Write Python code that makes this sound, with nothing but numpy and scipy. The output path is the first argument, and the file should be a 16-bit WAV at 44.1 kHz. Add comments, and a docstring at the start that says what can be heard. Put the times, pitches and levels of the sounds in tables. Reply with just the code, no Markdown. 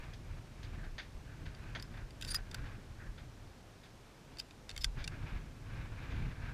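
"""Loading a shotgun in windy grass

Someone stands in tall dry grass in an open field and handles a shotgun close to a body-worn camera.
Clothes scuff, a shell scrapes and squeaks into the steel chamber, and the action clicks and snaps shut.
Gusts rumble on the microphone, hiss in the grass and sound a hollow note in the camera housing."""
import sys
import numpy as np
from scipy import signal
from scipy.fft import rfft, irfft
from scipy.io import wavfile
from scipy.ndimage import uniform_filter1d

SR = 44100
rng = np.random.default_rng(int(sys.argv[2]) if len(sys.argv) > 2 else 0)


def store_wav(level_fs):
    """Save 16-bit WAV to argv[1]."""
    pcm = np.round(np.clip(np.atleast_2d(level_fs), -1, 1) * 32767)
    wavfile.write(sys.argv[1], SR, pcm.T.astype(np.int16))


N = 288344
FREQS = np.fft.rfftfreq(N, 1 / SR)

# gusts: crest t/s, length/s, microphone rumble/dB, grass hiss/dB, hollow housing note/dB
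GUSTS = [(0.01, 0.18, -54, -60, -64), (0.333, 0.11, -51, -65, -72), (0.703, 0.16, -47, -61.5, -68),
         (0.826, 0.097, -51, -66, -57.5), (1.309, 0.08, -55, -66, -61), (1.467, 0.13, -50, -70, -68),
         (1.697, 0.24, -48, -61.5, -62), (1.979, 0.11, -50, -62, -61), (2.328, 0.13, -52, -60, -54.5),
         (2.631, 0.21, -49, -61, -59), (3.035, 0.084, -48, -66, -56), (3.248, 0.072, -51.5, -83, -77),
         (4.34, 0.11, -62, -66, -73), (4.75, 0.1, -56, -66, -86), (4.992, 0.051, -46.5, -59.5, -64),
         (5.136, 0.053, -54, -61, -59), (5.305, 0.19, -50.5, -57, -60), (5.78, 0.19, -45.5, -59, -61.5),
         (6.037, 0.2, -51.5, -57.5, -59.5), (6.226, 0.18, -41, -56, -60),
         (6.465, 0.17, -45.5, -58.5, -56.5)]
# modes of the steel action and barrel: f/Hz, width/Hz, level/dB
STEEL_MODES = [(1310, 49, -21), (1570, 59, -2.5), (1980, 500, -5.5), (2640, 190, -5.5), (3090, 170, -7),
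               (3605, 190, -2.5), (4540, 300, -5.5), (4990, 340, -13.5), (5710, 230, -10),
               (6120, 130, -5.5), (7180, 510, 4), (7830, 110, 5.5), (8540, 180, -12), (8990, 280, -4),
               (9600, 300, -5), (10700, 350, -12), (12600, 1000, -10)]


def amp(db):
    """Decibels to gain."""
    return 10 ** (np.asarray(db) / 20)


def unit(x):
    """Scales to rms 1."""
    return x / np.sqrt(np.mean(abs(x) ** 2) + 1e-20)


def colour(points, hz):
    """Gain of an EQ curve (f/Hz, level/dB) on a log-frequency axis."""
    f, db = np.transpose(points)
    return amp(np.interp(np.log(hz + 1), np.log(f), db))


def peaks(modes, hz):
    """Gain of a bank of resonances."""
    return np.sqrt(sum(amp(db) ** 2 / (1 + ((hz - f) / width) ** 2 * 2) ** 2 for f, width, db in modes))


def noise(gain, size=N):
    """Noise of rms 1 with the given spectrum."""
    return unit(irfft(rfft(rng.standard_normal(size)) * gain, size))


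def wander(hz):
    """Random modulation of rms 1, rolling off above hz."""
    return noise(1 / (1 + (FREQS / hz) ** 4))


def steadied(x, seconds):
    """Evens out the slow swells of a noise."""
    power = abs(uniform_filter1d(x ** 2, max(int(seconds * SR), 2)))
    return x / np.sqrt(power + 0.034)


def causal(gain):
    """The minimum-phase spectrum: the quickest ring that has this gain."""
    cepstrum = irfft(np.log(gain + 1e-9))
    half = len(cepstrum) // 2
    return np.exp(rfft(np.r_[cepstrum[0], 2 * cepstrum[1:half], np.zeros(half)]))


def add(mix, s, sound):
    """Mixes a sound in at s seconds."""
    part = mix[max(round(s * SR), 0):][:len(sound)]
    part += sound[:len(part)]


def swells(base, rows, steepness=2.58, linger=1.08):
    """Adds swells (crest t/s, length/s, level/dB) to a gain by power; each falls slower than it rises."""
    power = base ** 2
    for crest, seconds, db in rows:
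        start = max(crest - 2 * seconds, 0)
        offset = (np.arange(start, crest + 2 * seconds, 1 / SR) - crest) / (seconds / 2)
        flank = abs(np.where(offset > 0, offset / linger, offset))
        add(power, start, amp(db) ** 2 * np.exp(-flank ** steepness))
    return np.sqrt(power)


def field_air(db=-60, low_cut_hz=180):
    """A steady bed of air over the field."""
    # tone of the air: f/Hz, level/dB
    air_eq = [(59, -26), (100, 1), (159, -4.5), (192, -1.5), (293, -7), (355, -8.5), (420, -10.5),
              (640, -13.5), (697, -14.5), (758, -15), (1690, -22.5), (3610, -25.5), (5870, -28),
              (14200, -41.5), (15500, -54)]
    return amp(db) * noise(colour(air_eq, FREQS) * FREQS ** 2 / (FREQS ** 2 + low_cut_hz ** 2))


def breeze():
    """The breeze between gusts, in dB for every sample, with a lull around 4 s."""
    # breeze envelope: t/s, level/dB
    breakpoints = [(0, -52), (1.1, -56), (1.6, -53.5), (2.9, -53), (3.7, -60.5), (4.2, -63.5), (4.8, -60),
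                   (5.1, -48.5), (5.55, -50.5), (6.54, -55.5)]
    return np.interp(np.arange(N) / SR, *np.transpose(breakpoints))


def grass(bed_db, hiss_db=1, fizz_db=-4, ticks_per_s=700, tick_share=0.59):
    """Gusts hiss through dry stalks that tick against each other; strong gusts are brighter."""
    # tone of the dry grass: f/Hz, level/dB
    hiss_eq = [(200, -2), (500, -3), (850, 1.5), (1200, 2.5), (1600, 0), (1950, -2), (2300, 2), (2700, -3),
               (3200, -9.5), (4200, -13), (5500, -17.5), (8000, -35), (16000, -34.5)]
    tone = colour(hiss_eq, FREQS)
    gust = swells(amp(bed_db), [(s, seconds, db) for s, seconds, _, db, _ in GUSTS])
    ticks = (rng.random(N) < ticks_per_s / SR) * rng.standard_normal(N)
    stalks = unit(irfft(rfft(ticks) * tone, N))
    hiss = unit(noise(tone) + tick_share * stalks) * gust
    fizz = noise(peaks([(2400, 500, 6.5), (3700, 840, -4)], FREQS)) * gust ** 2 / gust.max()
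    return amp(hiss_db) * hiss + amp(fizz_db) * fizz


def housing_note(bed_db, trim_db=-1):
    """Wind blows a hollow note in the cavity of the camera housing."""
    # cavity modes: f/Hz, width/Hz, level/dB
    cavity_modes = [(1560, 144, 3.5), (1672, 290, 1)]
    blown = swells(amp(bed_db), [(s, seconds, db) for s, seconds, _, _, db in GUSTS])
    return amp(trim_db) * steadied(noise(peaks(cavity_modes, FREQS)), 0.032) * blown


def microphone_wind(buffet_db=1.0, flutter_db=1.0, surge_db=1.74):
    """Eddies on the microphone: slow buffeting under a fluttering rumble."""
    # tone of the sub-bass buffeting and of the rumble: f/Hz, level/dB
    buffet_eq = [(10, -16.5), (22, -8.5), (36, 2), (55, -9.5), (75, -15), (150, -25.5), (400, -75)]
    rumble_eq = [(30, -21), (62, 0), (110, 1), (155, -4), (185, -12.5), (250, -13), (380, -22), (700, -33),
                 (1500, -53), (5000, -74)]
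    # large eddies that thump the microphone: crest t/s, length/s, level/dB
    eddies = [(0, 0.035, -39), (0.314, 0.052, -44.5), (0.876, 0.16, -45), (1.166, 0.05, -47),
              (2.04, 0.045, -47), (2.358, 0.19, -45.5), (3.096, 0.036, -42.5), (4.855, 0.16, -43.5),
              (4.994, 0.035, -37), (5.364, 0.054, -40), (6.227, .1, -44), (6.427, 0.061, -47.5)]
    pressure = swells(amp(breeze()), [(s, seconds, db) for s, seconds, db, _, _ in GUSTS])
    pressure *= amp(surge_db * wander(8.6))
    buffet = steadied(noise(colour(buffet_eq, FREQS)), 0.074) * swells(pressure * amp(-2.5), eddies)
    rumble = unit(noise(colour(rumble_eq, FREQS)) * amp(flutter_db * wander(40)))
    return amp(buffet_db) * buffet + steadied(rumble, 0.061) * pressure


def scuff(db, decay, tilt_db, rise=0.0014, grain_db=1.5, size=8192):
    """A short brush of cloth: grainy noise that holds briefly and dies."""
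    # tone of rubbing cloth: f/Hz, level/dB
    cloth_eq = [(200, -47), (600, -4), (1200, -7.5), (1550, 4), (2200, 0), (2900, -6.5), (3550, -0.5),
                (4100, -9), (4700, -7), (5600, -18.5), (6500, -15.5), (7400, -38), (16000, -47)]
    t, hz = np.arange(size) / SR, np.fft.rfftfreq(size, 1 / SR)
    rub = noise(colour(cloth_eq, hz) * amp(tilt_db * np.log2((hz + 1) / 2000)), size)
    grain = amp(grain_db * noise(1 / (1 + (hz / 300) ** 2), size))
    envelope = np.minimum(t / rise, 1) / np.sqrt(1 + (t / decay) ** 4)
    return amp(db) * unit(rub * grain) * envelope


def jolt(hz=34.4, db=-30, rise=0.0057, decay=0.0403):
    """The closing action shakes the camera: a few slow swings on its mount."""
    t = np.arange(SR // 2) / SR
    return amp(db) * np.sin(2 * np.pi * hz * t) * (1 - np.exp(-t / rise)) * np.exp(-(t / decay) ** 2)


def slide(seconds, db, pitch_hz, upper_db, scrape_db, waver=0.0071, glide=0.0045, judder_db=1, size=4096):
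    """Stick and slip make the chamber squeak, rising slightly, over its upper modes and a dry scrape."""
    # upper modes of the squeak: f/Hz, width/Hz, level/dB
    upper_modes = [(6530, 90, -9.5), (9230, 130, 1), (9900, 400, -13)]
    scrape_eq = [(500, -27), (1500, -9), (5000, 10.5), (7000, -10.5), (13000, -6), (16000, -11)]
    t, hz = np.arange(size) / SR, np.fft.rfftfreq(size, 1 / SR)
    drift, judder = (noise(1 / (1 + (hz / 190) ** 4), size) for _ in range(2))
    bend = 1 + waver * drift + glide * (t / seconds - .5)
    phase = 2 * np.pi * np.cumsum(pitch_hz * bend) / SR
    squeak = unit(np.sin(phase) + amp(-28) * np.sin(2 * phase) + amp(-29) * np.sin(3 * phase))
    upper = steadied(noise(peaks(upper_modes, hz), size), 0.012)
    scrape = noise((peaks(STEEL_MODES, hz) + 0.29) * colour(scrape_eq, hz), size)
    stroke = signal.windows.tukey(min(int(seconds * SR), size), .8)
    sound = (squeak + amp(upper_db) * upper + amp(scrape_db) * scrape) * amp(judder_db * judder)
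    return amp(db) * stroke * sound[:len(stroke)]


def rattle(seconds, db, sizzle_db, per_s=170, jitter=0.75, notes_hz=(3000, 5240), spread_db=3):
    """A quick, uneven run of light contacts between loose parts."""
    out = np.zeros(SR // 4)
    contacts = rng.uniform(-1, 1, (max(round(seconds * per_s), 1), 3))
    for k, (late, note, softness) in enumerate(contacts):
        note_hz = np.interp(note, [-1, 1], notes_hz)
        tick = click(note_hz, db - spread_db * softness, ring_db=0, sizzle_db=sizzle_db, decay=.002)
        add(out, (k + jitter * late) / per_s, tick)
    return out


def click(note_hz, db, ring_db, sizzle_db, decay,
          rise=0.00074, tail=0.015, tail_db=-31, lag=0.001227, size=4096):
    """Steel parts chatter for a few milliseconds and ring the action; the treble arrives first."""
    t, hz = np.arange(size) / SR, np.fft.rfftfreq(size, 1 / SR)
    envelope = (1 - np.exp(-t / rise)) * (np.exp(-(t / decay) ** 1.45) + amp(tail_db) * np.exp(-t / tail))
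    chatter = rfft(rng.standard_normal(size) * envelope)
    chatter *= causal(uniform_filter1d(abs(chatter) ** 2, size=60) ** -.5)  # flattened, so unpitched
    modes = STEEL_MODES + [(note_hz, 170, 8)]  # the struck part adds its own note
    ring = chatter * causal(peaks(modes, hz) + amp(-16))
    knock_db = -6.5 * np.log2(note_hz / 1900)  # higher-pitched parts knock less
    snap_db = 0.28 * sizzle_db
    contact_eq = [(150, knock_db - 30), (900, knock_db - 10.5), (1400, knock_db), (2000, knock_db),
                  (2700, 0), (3900, 0), (4500, ring_db), (5200, ring_db), (6200, snap_db - 1.5),
                  (9400, snap_db - 6.5), (11000, sizzle_db + 0.5), (15000, sizzle_db - 10)]
    broad = np.sqrt(uniform_filter1d(abs(ring) ** 2, size=170))
    ring *= causal(colour(contact_eq, hz) / broad)  # the contact, not the modes, sets the broad colour
    delay = lag / (1 + (hz / 3000) ** 2)  # bending waves: low notes travel slower
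    sound = irfft(ring * np.exp(-2j * np.pi * np.cumsum(delay) * SR / size))
    return amp(db) * sound[:size // 2]


def widen(mix, delay=.007):
    """Centres the mix, with a trace of stereo width above the bass."""
    # side against centre: f/Hz, level/dB
    side_eq = [(30, -61.5), (150, -42.5), (500, -39), (4000, -33), (14000, -25)]
    side = np.zeros(N)
    add(side, delay, irfft(rfft(mix) * colour(side_eq, FREQS), N))
    return np.array([mix + side, mix - side])


def scene(breeze_follow=.52, flutter_db=1.97, slide_trim_db=1):
    """Lays the cloth and gun foley over the wind bed."""
    # clothes and stalks brushing: t/s, level/dB, decay/s, tilt/(dB per octave)
    scuffs = [(.134, -58, 0.013, 7), (.629, -54, 0.018, 5), (.836, -56, 0.02, -3.5),
              (.981, -44, 0.022, 0.5), (1.455, -54, 0.021, 0.5), (1.7496, -42.5, 0.017, -0.8),
              (1.938, -55, 0.013, -5), (1.973, -52.5, 0.0082, -2.5), (2.654, -61, .03, 2),
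              (3.177, -57, 0.026, -0.5), (3.833, -58, 0.022, 3), (4.985, -52, 0.038, -1.5),
              (6.102, -56, 0.055, -1)]
    # metal contacts: t/s, note f/Hz, level near 3 kHz/dB, relative ring near 5 kHz/dB,
    # relative sizzle above 10 kHz/dB, chatter decay/s
    clicks = [(1.548, 4700, -25.5, 2, -33, .0024), (1.797, 1640, -21, 6, -30, 0.0032),
              (1.8243, 5100, -20, 8, -7, 0.0015), (2.106, 4740, -27.5, 3, -15, 0.0022),
              (2.211, 3540, -15, -9, -12, 0.004), (2.223, 4970, -8.5, -4, -29, .0017),
              (2.229, 1580, -19, -7, -9, 0.0016), (2.2478, 5060, -13, 0.5, -17, 0.0018),
              (2.344, 1290, -9, 2, -2, 0.0023), (2.3472, 1860, -8.5, 5.5, -4, 0.0012),
              (2.512, 3550, -19, 2.5, -16, 0.0038), (2.544, 1420, -12, 2.5, -8, 0.0035),
              (4.37, 4500, -25.5, 4, -26, .0024), (4.3853, 4860, -24, 10, -10, .0011),
              (4.3974, 4960, -11.5, 8, -16, 0.0026), (4.508, 2530, -23, -4, -37, .002),
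              (4.6923, 3700, -12, 1.5, -23, 0.0026), (4.763, 2170, -12.5, -7, -21, .002),
              (4.777, 3190, -12, 3, -12, 0.00089), (4.834, 5130, -16, 6, -15, 0.014),
              (4.843, 3450, 3, 2, -19.5, 0.0035), (5.041, 2310, -12.5, 3, -22, 0.0054),
              (5.076, 2730, -6.5, -3, -21.5, 0.0034)]
    # metal sliding on metal: t/s, length/s, level/dB, squeak f/Hz,
    # relative upper modes/dB, relative scrape/dB
    slides = [(1.798, 0.014, -61, 4800, -20, -10), (2.268, 0.039, -49.5, 4680, -7.5, 0),
              (2.298, 0.033, -45, 4830, 0.5, -3.5), (2.329, 0.019, -54, 4700, -8, 2),
              (2.347, 0.023, -34.5, 4960, -12.5, -14), (2.367, 0.011, -51, 4730, -23, -16),
              (4.387, 0.021, -49, 4700, -21, -0.5), (4.804, 0.03, -50.5, 5160, -22, -0.5)]
    # loose parts rattling after a contact: t/s, length/s, level/dB, relative sizzle/dB
    rattles = [(2.219, .06, -29, -11), (4.395, .024, -29, -18), (4.702, .014, -16.5, -25)]
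    mix = microphone_wind()
    bed_db = breeze_follow * breeze()  # hiss and hollow note swing less than the rumble
    rustle = grass(bed_db - 42) + housing_note(bed_db - 47)
    mix += field_air()
    mix += rustle * amp(flutter_db * wander(35))
    for s, *row in scuffs:
        add(mix, s, scuff(*row))
    for s, *row in clicks:
        add(mix, s, click(*row))
    for s, *row in slides:
        add(mix, s, amp(slide_trim_db) * slide(*row))
    for s, *row in rattles:
        add(mix, s, rattle(*row))
    add(mix, 4.862, jolt())  # just after the action snaps shut
    return widen(mix)


def record(dry, cutoff_hz=15600):
    """A steep low-pass takes off the very top."""
    taps = signal.firwin(511, cutoff_hz, window=("kaiser", 9), fs=SR)
    return signal.oaconvolve(dry, taps[None], "same", axes=1)


dry = scene()
out = record(dry)
store_wav(out)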